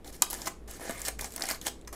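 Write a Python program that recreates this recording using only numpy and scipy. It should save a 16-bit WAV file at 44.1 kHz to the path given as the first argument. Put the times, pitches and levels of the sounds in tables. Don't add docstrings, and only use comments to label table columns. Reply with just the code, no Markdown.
import sys
import numpy as np
from scipy import signal
from scipy.fft import rfft, irfft, next_fast_len
from scipy.io import wavfile
from scipy.ndimage import uniform_filter1d

SR = 44100
rng = np.random.default_rng(int(sys.argv[2]) if len(sys.argv) > 2 else 0)


def wav_out(sig):
    wavfile.write(sys.argv[1], SR, np.round(np.clip(np.atleast_2d(sig).T, -1, 1) * 32767).astype(np.int16))


def boost(x):
    u = np.asarray(x, float) / 20
    return 10 ** u


N = 85995
BURST = 2048
BURST_T = np.arange(BURST) / SR

# (frequency [Hz], level [dB per Hz])
FOIL_COLOUR = [(1410, -50), (2400, 0), (3130, 1.5), (3450, 2), (7130, 5), (11000, 2), (15300, -3.5),
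               (16100, -26), (16500, -43.5)]
# (frequency [Hz], level [dB per Hz])
FLAP_COLOUR = [(76, -75.5), (130, 2.5), (536, -6), (821, -5.5), (1020, -10.5), (1150, -10.5), (2070, -9.5),
               (2600, -16.5), (3380, -17), (5720, -120)]


def level(x, db):
    return x * boost(db) / np.sqrt(np.mean(x ** 2) + 1e-18)


def peak_one(x):
    return x / np.abs(x).max()


def colour(x, table):
    size = next_fast_len(len(x))
    hz = np.maximum(np.arange(size // 2 + 1) * SR / size, 1)
    table_hz, table_db = np.array(table).T
    gain = boost(np.interp(np.log(hz), np.log(table_hz), table_db))
    gain = gain / np.sqrt(np.mean(gain ** 2))
    return irfft(rfft(x, size) * gain, size)[:len(x)]


def ring(x, hz, width_hz):
    return signal.lfilter(*signal.iirpeak(min(hz, .45 * SR), hz / width_hz, fs=SR), x)


def ring_twice(x, hz, width_hz):
    return ring(ring(x, hz, width_hz), hz, width_hz)


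def fade(count, t60):
    return np.exp(-np.log(1000) * np.arange(count) / SR / t60)


def walk(rate):
    k = int(SR / rate)
    steps = np.repeat(rng.standard_normal(N // k + 1), k)
    return uniform_filter1d(uniform_filter1d(steps, k), k)[:N]


def add_burst(out, start_s, burst):
    i = int(start_s * SR)
    out[i:i + BURST] += burst


def kitchen():
    # (frequency [Hz], level [dB per Hz])
    kitchen_colour = [(41, -55), (70, 4), (108, 4.5), (412, 5), (664, -6), (2840, -23), (6590, -31),
                      (12200, -30), (16000, -46.5)]
    noise = rng.standard_normal((4, N))
    hum = ring_twice(noise[0], 55.04, 4.15)
    floor = colour(noise[1], kitchen_colour) * boost(0.16 * walk(7.3))
    rumble = ring_twice(noise[2], 30, 23)
    sway = ring(noise[3], 9, 5.5) * boost(3 * walk(5))
    return level(floor, -53) + level(hum, -51.5) + level(rumble, -60) + level(sway, -53.5)


def crackle(table, sizes_hz, rate, scatter_db, t60):
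    rows = []
    for hz in sizes_hz:
        clicks = (rng.random(N) < rate / SR) * boost(scatter_db * rng.exponential(size=N))
        env = signal.lfilter([1], [1, -np.exp(-np.log(1000) / t60 / SR)], clicks)
        grain = ring(env * rng.standard_normal(N), hz, 0.2 * hz)
        grain = grain * boost(3 * walk(30))
        grain = level(grain, 10 * np.log10(hz))
        rows.append(colour(grain, table))
    return np.array(rows) / np.std(np.sum(rows, axis=0))


def tilt(sizes_hz, db_per_octave):
    octaves = np.log2(np.array(sizes_hz) / np.median(sizes_hz))
    return boost(db_per_octave * octaves)[:, None]


def drags():
    # (start [s], end [s])
    pull_times = [(.045, .105), (.124, .168), (.175, .219), (.301, .356), (.358, .456), (.457, .483),
                  (.676, .774), (.775, .808), (.808, .895), (.895, .92), (.92, 1.049), (1.05, 1.07),
                  (1.07, 1.09), (1.188, 1.242), (1.243, 1.28), (1.28, 1.358), (1.362, 1.42), (1.423, 1.486),
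                  (1.487, 1.518), (1.518, 1.565), (1.613, 1.65), (1.65, 1.667), (1.668, 1.687),
                  (1.875, 1.893), (1.927, 1.95)]
    # (level at start [dB], level at end [dB], flaps against facets [dB])
    pull_levels = [(-56, -52, 0), (-51.5, -53, -5), (-66, -60.5, -1), (-41.5, -46, -5.5),
                   (-47.5, -50.5, -0.5), (-42.5, -38, -5.5), (-53, -51.5, -2.5), (-59, -52, 3.5),
                   (-50, -48, 3.5), (-45.5, -51, 8), (-49.5, -50, -1), (-36.5, -39, -12.5),
                   (-43.5, -34, -1.5), (-50, -48, 1.5), (-42.5, -50, -3.5), (-57.5, -52.5, -8.5),
                   (-60.5, -49, -1), (-43, -43, -2.5), (-40, -37, -7), (-43, -52, -0.5),
                   (-49.5, -51.5, -2.5), (-45.5, -37.5, -4), (-33.5, -41, -4), (-54.5, -60, 4.5),
                   (-44, -54, 0.5)]
    # (facets [dB per octave], flaps [dB per octave])
    pull_tilts = [(-.3, -3.5), (-.3, -1), (-.3, 2), (.3, -1.5), (-.3, -1.7), (-.3, -1.5), (-.3, 1),
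                  (-.3, .3), (-.3, -1.5), (-.3, -1), (.3, 2.8), (.3, 4), (.3, 2.5), (.3, 2.2), (-.3, 2),
                  (-.3, 5.5), (-.3, -7), (-.3, -0.7), (-.3, 7), (-.3, 3.5), (-.3, -2.5), (-.3, -3),
                  (.3, -1.5), (-.3, 0.5), (-.3, -2.9)]
    facets_hz = [3000, 3700, 4500, 5500, 6600, 7900, 9400, 11000, 12800, 14800]
    flaps_hz = [320, 500, 750, 1200, 1700, 2200]
    release_s = 0.0016
    t, high, low = np.arange(N) / SR, 0, 0
    for (start, end), (db, end_db, low_db), (high_tilt, low_tilt) in zip(pull_times, pull_levels, pull_tilts):
        env = (t >= start) * boost(np.interp(t, [start, end], [db, end_db]))
        env = env * np.exp(-np.maximum(t - end, 0) / release_s)
        high = high + env * tilt(facets_hz, high_tilt)
        low = low + env * boost(low_db) * tilt(flaps_hz, low_tilt)
    crackling = high * crackle(FOIL_COLOUR, facets_hz, rate=1900, scatter_db=2, t60=0.0053)
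    rustling = low * crackle(FLAP_COLOUR, flaps_hz, rate=700, scatter_db=3.5, t60=0.029)
    return np.sum(crackling, axis=0) + np.sum(rustling, axis=0)


def snap_tone(push, hz):
    def band(f):
        return peak_one(ring_twice(push, f, 0.3 * f))

    above, below = 1.498 * np.exp(0.079 * rng.standard_normal(2))
    tone = band(hz)
    tone = tone + boost(-5.5) * band(min(hz * above, 15000))
    tone = tone + boost(-14) * band(min(hz / below, 15000))
    return peak_one(peak_one(tone) + boost(-6) * peak_one(colour(push, FOIL_COLOUR)))


def snap_flap(thud, hz):
    swing = np.sin(2 * np.pi * hz * BURST_T) * np.exp(-np.pi * 0.12 * hz * BURST_T)
    thud = thud * BURST_T * np.exp(-BURST_T / 0.0026)
    return swing + boost(-2.5) * peak_one(colour(ring(thud, 1260, 1900), FLAP_COLOUR))


def snaps():
    # (time [s], peak level [dB], ring [Hz], flap against peak [dB], flap
    # pitch [Hz])
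    single_snaps = [(0.0455, -41, 3900, -7.5, 490), (0.1266, -45, 6110, -13, 520),
                    (0.221, 0, 7200, -19, 890), (0.3011, -21, 10800, -41, 778),
                    (0.3072, -19.5, 11400, -45, 680), (0.312, -23, 11300, -18.5, 1200),
                    (0.3302, -18, 11050, -10.5, 904), (0.3412, -21.5, 7100, -31, 835),
                    (0.3485, -27.5, 6900, -6, 1640), (0.418, -25, 5170, -13, 870),
                    (0.4593, -32.5, 6800, -7, 690), (0.4706, -21, 4910, -3.5, 1157),
                    (0.4744, -19, 6460, -4, 1075), (0.585, -81.5, 3310, 0, 455),
                    (0.6786, -45, 6500, -5.5, 513), (0.7102, -30, 11500, -38, 494),
                    (0.8129, -39.5, 9600, 5.5, 690), (0.8773, -40.5, 3700, 9, 730),
                    (0.8944, -31, 8950, 4, 602), (0.9085, -23, 8400, -10, 2070),
                    (1.0043, -27, 12400, -10.5, 1930), (1.0172, -19.5, 7230, -36, 517),
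                    (1.043, -33, 7950, -15, 401), (1.0511, -22.5, 8300, -19, 1980),
                    (1.084, -17.5, 9500, -11.5, 735), (1.1916, -24, 7550, -13.5, 1480),
                    (1.2098, -22.5, 10700, -15.5, 413), (1.2439, -22, 6650, -7.5, 810),
                    (1.3218, -29.5, 8200, -25, 407), (1.3378, -31.5, 8450, -10.5, 430),
                    (1.3617, -17.5, 8600, -19, 650), (1.379, -25.5, 5850, -6.5, 1970),
                    (1.3969, -27, 8340, -19, 660), (1.4081, -24.5, 8100, -4, 1750),
                    (1.421, -15.5, 5260, -25, 1790), (1.4372, -20.5, 7400, -5, 760),
                  (1.455, -23.5, 5640, -31, 805), (1.4685, -25, 7600, -22, 424),
                  (1.488, -29.5, 7040, -0.5, 850), (1.5016, -21, 7700, -7, 1890),
                  (1.5055, -25, 4700, -1, 1390), (1.5112, -16, 4970, -11, 1320),
                  (1.6138, -29, 6700, -20, 430), (1.6623, -29.5, 5350, -9.5, 830),
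                  (1.6674, -15, 7200, -11, 834), (1.6809, -26, 3120, -11, 1180),
                  (1.791, -54, 3900, -4, 438), (1.813, -47, 3800, -49, 460), (1.8214, -49, 2540, -12, 405),
                  (1.8486, -48.5, 3880, -8, 503), (1.8743, -32.5, 5300, -12.5, 493),
                  (1.929, -34.5, 7920, -11, 560)]
    rise_s, push_s = 0.00021, 0.00087
    click, after = np.zeros(N + BURST), np.zeros(N + BURST)
    for start, db, hz, low_db, low_hz in single_snaps:
        push, thud, shiver = rng.standard_normal((3, BURST))
        push = push * (1 - np.exp(-BURST_T / rise_s)) * np.exp(-BURST_T / push_s)
        shiver = shiver * (1 - np.exp(-BURST_T / push_s)) * fade(BURST, 0.032)
        shiver = boost(-14) * colour(shiver, FOIL_COLOUR)
        flap = boost(low_db + 0.5) * snap_flap(thud, low_hz)
        gain = boost(db - 2.5)
        add_burst(click, start, gain * snap_tone(push, hz))
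        add_burst(after, start, gain * (shiver + flap))
    return click[:N], after[:N]


def tears():
    # (time [s], peak level [dB], ring [Hz], rise [s], fall [s])
    slow_tears = [(0.0722, -42, 6500, .001, 0.0035), (0.0745, -38.5, 3960, 0.0013, 0.0045),
                  (0.4571, -38, 6800, 0.0015, 0.0026), (0.7094, -34, 11500, .0015, 0.0025),
                  (0.7964, -40, 8120, .0005, 0.0022), (0.855, -39, 6500, .002, 0.0046),
                  (0.8944, -41, 9100, .0005, 0.0016), (0.99, -36, 9000, .004, 0.0038),
                  (1.056, -27.5, 8240, 0.0027, .004), (1.0813, -20.5, 9500, 0.0016, 0.0021),
                  (1.2083, -25, 10400, 0.0016, 0.0043), (1.305, -41, 6660, .001, .002),
                  (1.4863, -24, 6870, 0.00078, 0.0024), (1.674, -31, 8500, 0.0012, 0.0025),
                  (1.678, -28.5, 8250, 0.0015, 0.0015), (1.876, -32.5, 6370, 0.00088, 0.0023)]
    out = np.zeros(N + BURST)
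    for start, db, hz, rise, fall in slow_tears:
        push = rng.standard_normal(BURST) * (1 - np.exp(-BURST_T / rise)) ** 2 * np.exp(-BURST_T / fall)
        tone = peak_one(ring(push, hz, 0.12 * hz)) + boost(4) * peak_one(colour(push, FOIL_COLOUR))
        add_burst(out, start, boost(db) * peak_one(tone))
    return out[:N]


def buzzes():
    # (time [s], peak level [dB], ring [Hz], fall [s])
    loose_facets = [(0.2215, -26.5, 1230, 0.0045), (0.2225, -16, 10360, 0.0012),
                    (0.2235, -26, 4230, 0.0024), (0.417, -31, 6970, 0.0012), (0.70, -42, 7800, 0.017),
                    (0.74, -47, 6250, 0.014), (0.822, -41, 9700, 0.013), (0.852, -40, 6470, .01),
                    (0.975, -39.5, 8900, .012), (1.082, -36.5, 690, 0.0033), (1.25, -34, 8100, 0.0099),
                    (1.8122, -48, 8050, .001), (1.4875, -39, 11260, 0.0025), (1.5115, -27, 13000, .002),
                    (1.6138, -37, 3400, 0.0026), (1.662, -32.5, 3290, 0.0094), (1.667, -35, 454, .003),
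                    (1.876, -42, 1930, 0.0031)]
    out = np.zeros(N + BURST)
    for start, db, hz, fall in loose_facets:
        push = rng.standard_normal(BURST) * (1 - np.exp(-BURST_T / 0.00089)) * np.exp(-BURST_T / fall)
        add_burst(out, start, boost(db) * peak_one(ring_twice(push, hz, 0.17 * hz + 150)))
    return out[:N]


def knocks():
    # (time [s], peak level [dB], ring [Hz])
    plate_knocks = [
        (0.797, -34, 755),
        (0.9003, -28, 640),
        (0.895, -32, 254),
        (1.088, -40, 700),
        (1.223, -30.5, 860),
        (1.396, -31, 1400),
        (1.418, -25, 1890),
    ]
    out = np.zeros(N + BURST)
    for start, db, hz in plate_knocks:
        tone = np.sin(2 * np.pi * hz * BURST_T) * np.exp(-np.pi * 0.23 * hz * BURST_T)
        add_burst(out, start, boost(db) * tone)
    return out[:N]


def room(x):
    def energy_one(v):
        return v / np.sqrt(np.sum(v ** 2))

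    n = SR // 2
    noise, early = rng.standard_normal((2, n))
    low = signal.sosfilt(signal.butter(2, 3000, fs=SR, output="sos"), noise)
    mid = signal.sosfilt(signal.butter(2, 10000, fs=SR, output="sos"), noise) - low
    high = noise - low - mid
    tail = low * fade(n, 0.24) + mid * fade(n, 0.26) + high * fade(n, 0.18)
    tail = tail * (1 - fade(n, 0.0073))
    echo = boost(-7.5) * energy_one(tail) + boost(-15) * energy_one(early * fade(n, 0.09))
    return x + signal.fftconvolve(x, echo)[:N]


def scene():
    click, after = snaps()
    foil = after + drags() + tears() + buzzes() + knocks()
    return (click + room(foil) + kitchen())[None]


def top_cut(x):
    return signal.sosfilt(signal.butter(12, 17010, fs=SR, output="sos"), x)


def record(dry):
    cut = signal.sosfilt(signal.ellip(10, .2, 42, 15900, fs=SR, output="sos"), dry)
    return top_cut(cut)


dry = scene()
out = record(dry)
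wav_out(out)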